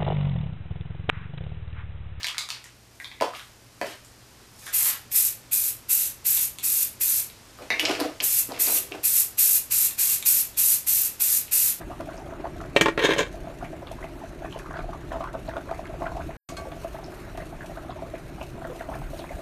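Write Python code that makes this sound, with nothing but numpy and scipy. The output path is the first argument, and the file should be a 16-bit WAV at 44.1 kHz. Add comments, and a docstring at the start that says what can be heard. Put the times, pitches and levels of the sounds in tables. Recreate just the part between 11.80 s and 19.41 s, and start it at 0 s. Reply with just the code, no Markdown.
"""Thick sauce simmers in a steel skillet, close to the microphone: steam bubbles burst with hollow plops
and wet snaps over a fine fizz, with the kitchen's low rumble behind. About 1 s in, a lid is set down
nearby, bounces and slides. A few deep soft thumps come later. At 4.57 s the sound breaks off briefly; it
returns as the lid leaves the rim with a faint ring, and the simmering goes on. Bubbles and thumps are
short swelling sines, the lid is decaying modes with noise, and fizz and room tone are coloured noise."""
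import sys
import numpy as np
from scipy import signal
from scipy.fft import rfft, irfft, next_fast_len
from scipy.io import wavfile
from scipy.ndimage import uniform_filter1d, map_coordinates

SR = 44100
rng = np.random.default_rng(int(sys.argv[2]) if len(sys.argv) > 2 else 0)


def waveform_to_disk(signal):
    """Save audio, clipped to [-1, 1], as 16-bit WAV at the path in sys.argv[1]."""
    frames = np.transpose(np.atleast_2d(signal))
    scaled = np.clip(frames, -1, 1) * 32767
    samples = np.round(scaled).astype(np.int16)
    wavfile.write(sys.argv[1], SR, samples)


def invert_db(x):
    """Field ratio 10**(x/20) for x, a level in decibels (scalar or array-like)."""
    u = np.asarray(x, float) / 20
    return 10 ** u


N = 335601

# Levels in the tables are relative: the functions add their own trims.
# large bubbles bursting, loud and soft: t/s, level/dB, f/Hz
PLOPS = [(0.012, -34, 696), (0.102, -34, 640), (0.116, -31, 720), (0.205, -26, 637), (0.288, -29, 624),
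         (0.362, -40, 607), (0.385, -35, 623), (0.491, -36.5, 660), (0.527, -29.5, 635), (0.645, -23, 685),
         (0.656, -24.5, 866), (0.763, -35, 680), (0.817, -31, 690), (0.95, -34.5, 680), (1.545, -32.5, 645),
         (1.675, -27.5, 640), (1.828, -26, 710), (1.934, -29.5, 646), (2.024, -32.5, 700),
         (2.116, -28, 667), (2.244, -27, 647), (2.44, -29, 685), (2.623, -29, 680), (2.648, -25.5, 690),
         (2.763, -30, 646), (2.961, -30, 670), (2.993, -26, 693), (3.045, -28, 680), (3.093, -27, 690),
         (3.32, -25, 670), (3.333, -30, 700), (3.345, -26.5, 650), (3.36, -24.5, 650), (3.408, -24, 630),
         (3.429, -31, 705), (3.543, -28.5, 670), (3.554, -23.5, 630), (3.689, -23, 637),
         (3.739, -31.5, 640), (3.771, -25.5, 635), (3.783, -25.5, 630), (3.897, -31, 695),
         (3.915, -20.5, 681), (3.995, -24, 690), (4.1, -30.5, 656), (4.141, -30, 650), (4.223, -22, 646),
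         (4.244, -28, 690), (4.267, -24, 680), (4.358, -29, 663), (4.371, -23.5, 706), (4.401, -27, 683),
         (4.495, -27.5, 665), (4.724, -31.5, 660), (4.786, -32, 664), (4.873, -30.5, 674),
         (4.924, -31.5, 674), (5.05, -22.5, 644), (5.148, -28.5, 644), (5.285, -32.5, 666),
         (5.579, -30.5, 680), (5.601, -31, 660), (5.624, -30, 600), (5.729, -31, 694), (5.845, -32, 640),
         (5.899, -31, 690), (5.976, -29, 640), (6.097, -27, 690), (6.165, -32.5, 626), (6.225, -25.5, 640),
         (6.342, -26, 643), (6.615, -29, 617), (6.823, -29.5, 695), (6.852, -27, 650), (7.011, -26.5, 676),
         (7.092, -24.5, 646), (7.157, -28.5, 680), (7.336, -28, 604), (7.398, -30.5, 630),
         (7.443, -31.5, 640), (7.522, -34, 720), (7.594, -30, 627)]
# smaller bubbles snapping open, loud and soft: t/s, level/dB, f/Hz
SNAPS = [(0.016, -35, 1490), (0.115, -36, 1090), (0.207, -36.5, 1330), (0.291, -33, 1400),
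         (0.51, -39.5, 1510), (0.56, -42, 1430), (0.645, -43, 1000), (0.805, -32.5, 1280),
         (0.84, -36.5, 1320), (1.816, -34, 1300), (1.849, -30.5, 2130), (2.228, -31, 1850),
         (2.649, -31.5, 1580), (2.797, -33, 1550), (2.861, -31, 1180), (2.909, -32, 1450),
         (2.941, -28, 1400), (2.97, -26.5, 1370), (2.991, -30.5, 1330), (3.133, -30, 1120),
         (3.319, -30, 1560), (3.409, -28.5, 1120), (3.441, -26.5, 1150), (3.474, -29.5, 1370),
         (3.545, -36, 1340), (3.737, -35, 1290), (3.767, -26.5, 1350), (3.892, -33.5, 1410),
         (3.915, -32, 1160), (4.056, -33.5, 2020), (4.219, -41, 1420), (4.268, -24, 1360),
         (4.411, -31.5, 1420), (5.047, -35.5, 1120), (5.152, -36, 1510), (5.608, -35, 1650),
         (5.809, -31, 1640), (5.973, -33.5, 1400), (6.107, -34, 1060), (6.355, -35.5, 2050),
         (6.614, -31.5, 2600), (6.851, -31.5, 1450), (7.002, -35, 1770), (7.011, -32, 1520),
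         (7.14, -32, 1640), (7.441, -38, 1550), (7.493, -33, 1940)]
# further random plops, then snaps: mean level/dB, level spread/dB, f/Hz, pitch spread (natural log of f)
MORE_PLOPS = (-33.5, 0, 662, 0.13)
MORE_SNAPS = (-36.5, 5, 1404, 0.85)
# droplets flashing to steam: t/s, level/dB
SPITS = [(0.206, -50.5), (0.813, -52), (1.527, -53), (1.553, -57), (1.786, -56), (2.116, -47), (2.724, -55),
         (2.789, -46), (3.325, -53), (3.53, -52.5), (3.69, -54), (4.068, -55), (4.366, -53.5),
         (5.035, -52.5), (5.574, -47), (5.86, -50), (6.48, -55), (6.628, -51), (6.961, -55), (7.375, -59)]
# wet splash noise: f/Hz, level/dB per Hz
SPLASH = [(500, -43.0), (900, 16), (1600, 1.0), (2600, -4.5), (4300, -13.5), (9000, -35)]
# lid meeting the counter: t/s, level/dB, thud level/dB and bright edge level/dB against it,
# favoured thud f/Hz, favoured ring f/Hz
KNOCKS = [(.963, 2, 2, -24.5, 560, 2600), (1.0109, 1.5, -0.5, -14.5, 260, 2400),
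          (1.059, -3, 2, -29, 540, 1100), (1.084, -9, 6, -25.5, 520, 1200),
          (1.177, -8.5, 3.5, -34.5, 500, 1300), (1.193, -7.5, -3, -30, 500, 1700),
          (1.2258, -23.5, 7, -18.5, 480, 2600), (1.241, -17.5, 14, -15, 450, 1900),
          (1.248, -20.5, 17, -16, 450, 1200), (1.2913, -14, 13.5, -19.5, 390, 1900),
          (1.3128, -20.5, 8, -36.5, 350, 2000), (1.335, -10, -7, -19.5, 400, 1700),
          (1.363, -21, 12.5, -25.5, 480, 3200), (1.3823, -10, 1, -16, 428, 3600),
          (1.405, -12, 7.5, -17.5, 435, 2000), (1.416, -29, 14, -22, 430, 3200)]
# lid chattering along the counter: t/s, scrape level/dB, bright edge level/dB against it
SLIDE = [(1.175, -47, -6.5), (1.2, -31.5, -35.5), (1.225, -28, -25.5), (1.25, -16, -18.5),
         (1.28, -33, -17.5), (1.31, -22.5, -22.5), (1.36, -39.5, -30.5), (1.39, -24, -11),
         (1.44, -40.5, -19), (1.49, -52, -12)]
# modes of the lid damped by the counter: f/Hz, level/dB, t60/s
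COUNTER_LID_MODES = [(181, -5.5, 0.12), (330, -8.5, 0.27), (434, 0.5, 0.057), (560, 2, 0.037),
                     (680, -12, 0.05), (894, -13, 0.1), (1060, -5.5, 0.03), (1400, -11.5, 0.039),
                     (1656, -3, 0.018), (1862, -9.5, 0.094), (2093, -7, 0.021), (2312, -7, 0.032),
                     (2683, -10, 0.059), (3045, -11.5, 0.041), (3200, -7, 0.027), (3735, -11, 0.022),
                     (4110, -16, 0.057), (5770, -33, .03), (6200, -22, .03), (6570, -20.5, 0.049),
                     (7710, -32.5, .03)]
# lid touching the rim: t/s, level/dB, hiss level/dB and ring level/dB against it, freedom to ring (0-1)
RIM_TOUCHES = [(4.688, -27, -9, -4, 0.35), (4.7674, -30, -10, 3.5, 1), (4.918, -29, -35, -7, 0.11)]
# modes of the free lid: f/Hz, level/dB, t60/s at full freedom
FREE_LID_MODES = [(1141, 0, .6), (1560, -3, .2), (2218, -2, .48), (2519, -9, .25), (3311, -2, .06),
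                  (4264, 2, .07), (6300, -1, .06)]
# noise in the body of a blow: f/Hz, level/dB per Hz
CLACK = [(300, -17.5), (900, -3), (2000, -0.5), (3200, -5), (4300, -9.5), (9000, -58)]
# noise in its bright edge: f/Hz, level/dB per Hz
EDGE = [(3500, -24.5), (5000, -5), (6600, -1), (9000, -9.5), (10500, -17), (14000, -17)]
# resonances of the air in the pan: f/Hz, width/Hz, level/dB
PAN_AIR = [(330, 61, 8), (679, 150, 7.5), (1080, 160, -11.5), (1600, 89, 0), (2440, 270, -2.5),
           (3270, 500, -21.5)]
# main body of the fizz: f/Hz, level/dB per Hz
FIZZ = [(1470, -24.5), (2500, -1.5), (3220, -9.5), (4130, -8.5), (4840, -12.5), (6620, -10), (7820, -14.5),
        (12500, -16.5), (13400, -26), (14200, -43)]
# top of the fizz: f/Hz, level/dB per Hz
TREBLE = [(6000, -36.5), (8500, 3.5), (11000, -3), (14200, 3.5), (15000, -40)]
# course of the floor: t/s, fizz level/dB, its treble level/dB against that, rumble level/dB
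FLOOR = [(0, -56.5, -6.5, -46.5), (.4, -59, -11, -47.5), (.8, -58.5, -15, -41), (1.2, -57, -15, -45),
         (2, -57.5, -9.5, -45.5), (2.8, -57, -17.5, -46), (3.3, -57.5, -16.5, -41), (3.6, -58, -13, -44),
         (4.4, -57, -13.5, -42.5), (5, -55, -7.5, -47), (5.4, -58, -8.5, -46), (5.65, -56, -8.5, -42.5),
         (6.3, -58.5, -13, -47), (6.7, -57, -8, -43.5), (7, -55, -8.5, -47), (7.2, -55.5, -4.5, -40),
         (7.6, -55.5, -6, -51)]
# deep soft thumps, as from the microphone or pan being handled: t/s, level/dB, f/Hz
THUMPS = [(3.036, -29, 34.4), (3.339, -34.5, 40.6), (4.419, -31, 70.4), (7.23, -28, 34.3)]
# murmur of the kitchen: f/Hz, level/dB per Hz
MURMUR = [(59, -18), (100, -2.5), (166, 3.5), (211, -2.5), (352, 6.5), (500, -14), (605, -1), (698, -8),
          (859, -11.5), (1550, -12.5), (2230, -18.5), (2420, -22.5), (4500, -30.5), (5850, -83.5),
          (9900, -120)]
# rumble of the kitchen: f/Hz, level/dB per Hz
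RUMBLE = [(11, -23.5), (18, -7), (43, 0), (97, -9), (167, -10), (200, -22), (260, -47.5), (440, -120)]
# decay of the room: f/Hz, t60/s
ROOM_DECAY = [(200, 0.1), (2000, 0.17), (10000, 0.12)]
# the silence: start t/s, end t/s
BREAK = (4.569, 4.688)


def bursting():
    """Steam cavities ring as hollow plops and sharper snaps, with gurgle, wet splash and spits of steam."""
    plops = with_more(PLOPS, MORE_PLOPS, count=66)
    snaps = with_more(SNAPS, MORE_SNAPS, count=40)
    out = big_bubbles(plops, swell=2.18, cycles=2.3, glide=0.0036)
    out += big_bubbles(snaps, swell=0.84, cycles=3.3, glide=0.013)
    return out + gurgle(plops, snaps) + splash(plops, snaps) + spits()


def with_more(rows, kind, count):
    """Listed bursts plus random ones clumped around the listed plops."""
    mean_db, spread_db, hz, spread = kind
    lag, size, pitch = rng.standard_normal((count, 3)).T
    s = rng.choice(np.transpose(PLOPS)[0], count) + 0.04 * lag  # clump spread in s
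    s = np.clip(s, .01, N / SR - .01)
    more = np.transpose([s, mean_db + spread_db * size, hz * np.exp(spread * pitch)])
    return np.vstack([rows, more])


def big_bubbles(rows, swell, cycles, glide):
    """One ringing cavity for each burst."""
    s, db, hz = np.transpose(rows)
    return grains(s, hz, invert_db(db), swell, cycles, glide, size=1200)


def gurgle(plops, snaps):
    """Seven bubbles swarm around each snap; each plop's cavity closes with a blurp and heaves the sauce."""
    s, db, hz = snaps.T
    lag, pitch, big = np.moveaxis(rng.standard_normal((len(s), 7, 3)), 2, 0)
    swarm_s = np.clip(s[:, None] + .008 + .014 * lag, 0, N / SR)
    swarm_hz = hz[:, None] * np.exp(.2 * pitch)
    swarm_gain = invert_db(db[:, None] - 9.0 + 1.53 * big)
    swarm = grains(swarm_s.ravel(), swarm_hz.ravel(), swarm_gain.ravel(),
                   swell=1.45, cycles=3.26, glide=0.0062, size=1000)
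    s, db, hz = plops.T
    lag, pitch = rng.standard_normal((len(s), 2)).T
    blurp_s = np.minimum(s, N / SR - .03) + 0.00688 + 0.00307 * lag
    blurp_hz = hz * np.exp(0.11 + .15 * pitch)  # higher on average
    blurp = grains(blurp_s, blurp_hz, invert_db(db - 7.5), swell=1.3, cycles=2.95, glide=0.0061, size=1200)
    heave_hz = hz * .45 * np.exp(.2 * lag)
    heave = grains(s, heave_hz, invert_db(db - 11.5), swell=1.0, cycles=1.3, glide=.01, size=1200)
    return swarm + blurp + heave


def splash(plops, snaps):
    """Wet noise jumps up at each snap and just ahead of each plop, then dies away."""
    s, db, _ = snaps.T
    envelope = bursts(s, db - 10.0, t60=0.053)
    s, db, _ = plops.T
    envelope += bursts(s - .003, db - 16, t60=0.039)
    return envelope * rush(SPLASH, patchy_db=4.5)


def spits():
    """Droplets flash to steam in short puffs of fizz."""
    s, db = np.transpose(SPITS)
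    return bursts(s, db + 4.5, t60=0.047) * rush(FIZZ, patchy_db=0.1)


def lid_down():
    """Blows and a chattering slide ring the lid; low modes thud, high ones give the bright edge."""
    bands = [(0, 800), (800, 4600), (4600, SR)]  # Hz
    low, mid, high = ([m for m in COUNTER_LID_MODES if a <= m[0] < b] for a, b in bands)
    lid = lid_knocks(low, mid, high) + lid_slide(low, mid, high)
    return filtered(lid, lambda hz: (1j * hz / (90 + 1j * hz)) ** 2)  # low cut


def lid_knocks(low, mid, high):
    """Each blow excites most the modes its point of contact favours, with a clack of noise."""
    out, t = np.zeros(N + SR), np.arange(SR // 4) / SR
    onset = 1 - np.exp(-t / 0.00027)
    for s, db, thud_db, edge_db, thud_hz, ring_hz in KNOCKS:
        blow = ring(favour(mid, ring_hz), t)
        blow += invert_db(thud_db - 8.0) * ring(favour(low, thud_hz), t)
        blow += invert_db(edge_db - 22) * ring(high, t)
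        out[round(s * SR):][:len(t)] += invert_db(db + 2.5) * blow * onset
    s, db, _, edge_db, *_ = np.transpose(KNOCKS)
    clack = bursts(s, db - 17, t60=.05) * rush(CLACK, patchy_db=1)
    clack += bursts(s, db + edge_db - 8, t60=.07) * rush(EDGE, patchy_db=2)
    return out[:N] + clack


def lid_slide(low, mid, high):
    """Tiny irregular contacts over steady rubbing drive the modes of the lid."""
    scrape_db, edge_db = curves(SLIDE, outside=-120)
    chatter = rng.standard_normal(N) * (.08 + (rng.random(N) < .006))

    def rub(modes, width_hz):
        """The chatter heard through modes of one width, rms 1."""
        return unit(filtered(chatter, resonances([(hz, width_hz, db) for hz, db, _ in modes])))

    body = rub(mid, width_hz=150) + rub(favour(low, 440), width_hz=80)
    edge = rub(high, width_hz=740) + rush(EDGE, patchy_db=3)
    return invert_db(scrape_db) * (body + invert_db(edge_db) * edge)


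def lid_lift():
    """The lid grazes the rim and rings as far as the contact lets it; trapped steam hisses out."""
    out, t = np.zeros(N + SR), np.arange(SR // 2) / SR
    onset = 1 - np.exp(-t / 0.0014)
    for s, db, _, ring_db, free in RIM_TOUCHES:
        modes = [(hz, level, t60 * np.clip(free, .05, 1)) for hz, level, t60 in FREE_LID_MODES]
        out[round(s * SR):][:len(t)] += invert_db(db + ring_db) * ring(modes, t) * onset
    s, db, hiss_db, *_ = np.transpose(RIM_TOUCHES)
    hiss = bursts(s, db + hiss_db - 3, t60=0.11) * rush(EDGE, patchy_db=3)
    graze = bursts(s, db - 14, t60=0.11) * rush(CLACK, patchy_db=2)
    return out[:N] + hiss + graze


def ring(modes, t):
    """One blow: every mode decays from a new random strength; the sum is scaled to peak 1."""
    wave = np.zeros(len(t))
    for hz, db, t60 in modes:
        wave += invert_db(db + rng.normal(0, 2) - 60 * t / t60) * np.sin(2 * np.pi * hz * t)
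    return wave / np.abs(wave).max()


def favour(modes, centre_hz):
    """Modes far from the centre are excited less, by 12 dB per octave."""
    return [(hz, db - 12 * abs(np.log2(hz / centre_hz)), t60) for hz, db, t60 in modes]


def simmer():
    """Countless small bubbles ring the air in the pan; droplets crackle finely on the hot wall."""
    boil_db, (fizz_db, treble_db, _) = boil(), curves(FLOOR)
    place, pitch, big = rng.random((3, 3000))
    hz = 300 * (3400 / 300) ** pitch
    gain = invert_db(boil_db[(place * N).astype(int)] - 2 * np.log(1 - big))  # rare larger ones
    small = grains(place * N / SR, hz, gain, swell=0.6, cycles=1.56, glide=0.044, size=600)
    small = invert_db(2.5) * filtered(small, resonances(PAN_AIR))
    fizz = rush(FIZZ, patchy_db=2.1) + invert_db(treble_db) * rush(TREBLE, patchy_db=2.1)
    place, big = rng.random((2, 700))
    crackle = bursts(place * N / SR, -11 - 3 * np.log(1 - big), t60=0.033)
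    return small + invert_db(fizz_db + 0.5 + 1.4 * wobble(13)) * (0.69 + crackle) * fizz


def boil():
    """Strength of the small bubbling in dB: it follows the density of the listed plops and snaps."""
    s, db, _ = np.transpose(PLOPS + SNAPS)
    hits = np.bincount(np.round(s * SR).astype(int), invert_db(db), N)[:N]
    span_s = 0.45  # Gaussian smoothing, half-width at 1/e
    busy = np.abs(filtered(hits, lambda hz: np.exp(-(np.pi * hz * span_s) ** 2)))
    return -54 + 0.17 * 20 * np.log10(busy / busy.mean() + 0.14)


def thumps():
    """Deep soft thumps, as from the microphone or pan being handled: very short low sines."""
    s, db, hz = np.transpose(THUMPS)
    return grains(s, hz, invert_db(db), swell=1.0, cycles=1.8, glide=0.0091, size=16000)


def kitchen():
    """The steady murmur of the room and a low rumble, both coloured noise."""
    rumble_db = curves(FLOOR)[2] + 0.53 * wobble(4.45)
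    murmur = invert_db(-43.0 + 0.67 * wobble(3.16)) * rush(MURMUR, patchy_db=2.0)
    return murmur + invert_db(rumble_db + 2.5) * rush(RUMBLE, patchy_db=.5)


def room(x):
    """Each frequency of the kitchen's answer dies at its own speed."""
    hz, t, z = signal.stft(rng.standard_normal(SR // 2), SR, nperseg=256)
    decay = invert_db(-60 * t / along(ROOM_DECAY, hz)[:, None])
    tail = signal.istft(z * decay, SR, nperseg=256)[1]
    delayed = np.pad(x, (200, 0))  # samples
    return signal.fftconvolve(delayed, tail / np.linalg.norm(tail))[:N]


def grains(s, hz, gain, swell, cycles, glide, size):
    """Short sines that swell over some cycles to a peak at s, rise in pitch and die over some more."""
    turns = hz[:, None] * (np.arange(size) - size // 2) / SR
    shape = np.exp(-np.where(turns < 0, (turns / swell) ** 2, (turns / cycles) ** 1.3))
    wave = gain[:, None] * shape * np.sin(2 * np.pi * turns * (1 + glide * turns))
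    at = np.round(s * SR).astype(int)[:, None] + np.arange(size)
    return np.bincount(at.ravel(), wave.ravel(), N + size)[size // 2:][:N]


def bursts(s, db, t60):
    """An envelope that jumps at each time and dies away."""
    hits = np.bincount(np.round(s * SR).astype(int), invert_db(db), N)[:N]
    return signal.fftconvolve(hits, invert_db(-60 * np.arange(SR // 8) / SR / t60))[:N]


def rush(spectrum, patchy_db):
    """Coloured noise of rms 1 with patches of random gain."""
    z = signal.stft(rng.standard_normal(N + 512), nperseg=512)[2]
    field = uniform_filter1d(rng.standard_normal(z.shape), size=6, axis=0)
    field = uniform_filter1d(field, size=8, axis=1)
    noise = signal.istft(z * invert_db(patchy_db * unit(field)), nperseg=512)[1][:N]
    return unit(filtered(noise, lambda hz: invert_db(along(spectrum, hz))))


def resonances(table):
    """Causal response of (f/Hz, width/Hz, level/dB) resonances, alternating in sign."""
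    def response(f):
        total = 0
        for k, (centre, width, db) in enumerate(table):
            peak = 1j * f * width / (centre * centre - f * f + 1j * f * width)
            total = total + (-1) ** k * invert_db(db) * peak
        return total
    return response


def filtered(x, response):
    """x times a complex response of frequency."""
    m = next_fast_len(N + SR // 2)
    return irfft(rfft(x, m) * response(np.fft.rfftfreq(m, 1 / SR)), m)[:N]


def wobble(rate):
    """A smooth random curve, rate knots a second."""
    return map_coordinates(rng.standard_normal(int(N * rate / SR) + 4), [np.arange(N) * rate / SR])


def curves(rows, outside=None):
    """One value per sample for each column after the time."""
    s, *cols = np.transpose(rows)
    return [np.interp(np.arange(N) / SR, s, c, outside, outside) for c in cols]


def along(points, hz):
    """(f/Hz, value) points read on a log axis."""
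    f, v = np.transpose(points)
    return np.interp(np.log(hz + 1), np.log(f + 1), v)


def unit(x):
    """Scaled to rms 1."""
    return x / np.sqrt(np.mean(x ** 2) + 1e-20)


def scene():
    """Near sources with a little room, over the simmer, the thumps and the kitchen floor."""
    bubbles = bursting()
    lid = lid_down() + lid_lift()
    reflections = room(invert_db(-7) * bubbles + invert_db(-8.5) * lid)
    return (bubbles + lid + reflections + simmer() + thumps() + kitchen())[None]


def roll_off(x):
    """The treble ends steeply here."""
    return signal.sosfilt(signal.butter(12, 14600, fs=SR, output="sos"), x)


def record(dry):
    """The loudest peaks saturate, the sound is cut out during the break, and the top is cut off."""
    t = np.arange(N) / SR
    soft = dry[0] / (1 + np.abs(dry[0] / .9) ** 4) ** (1 / 4)
    gate = np.clip(np.maximum(BREAK[0] - t, t - BREAK[1]) / 0.0018, 0, 1)  # 1.8 ms ramps
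    mix = filtered(soft * gate, lambda hz: hz < 14150)[None]
    return roll_off(mix)


dry = scene()
out = record(dry)
waveform_to_disk(out)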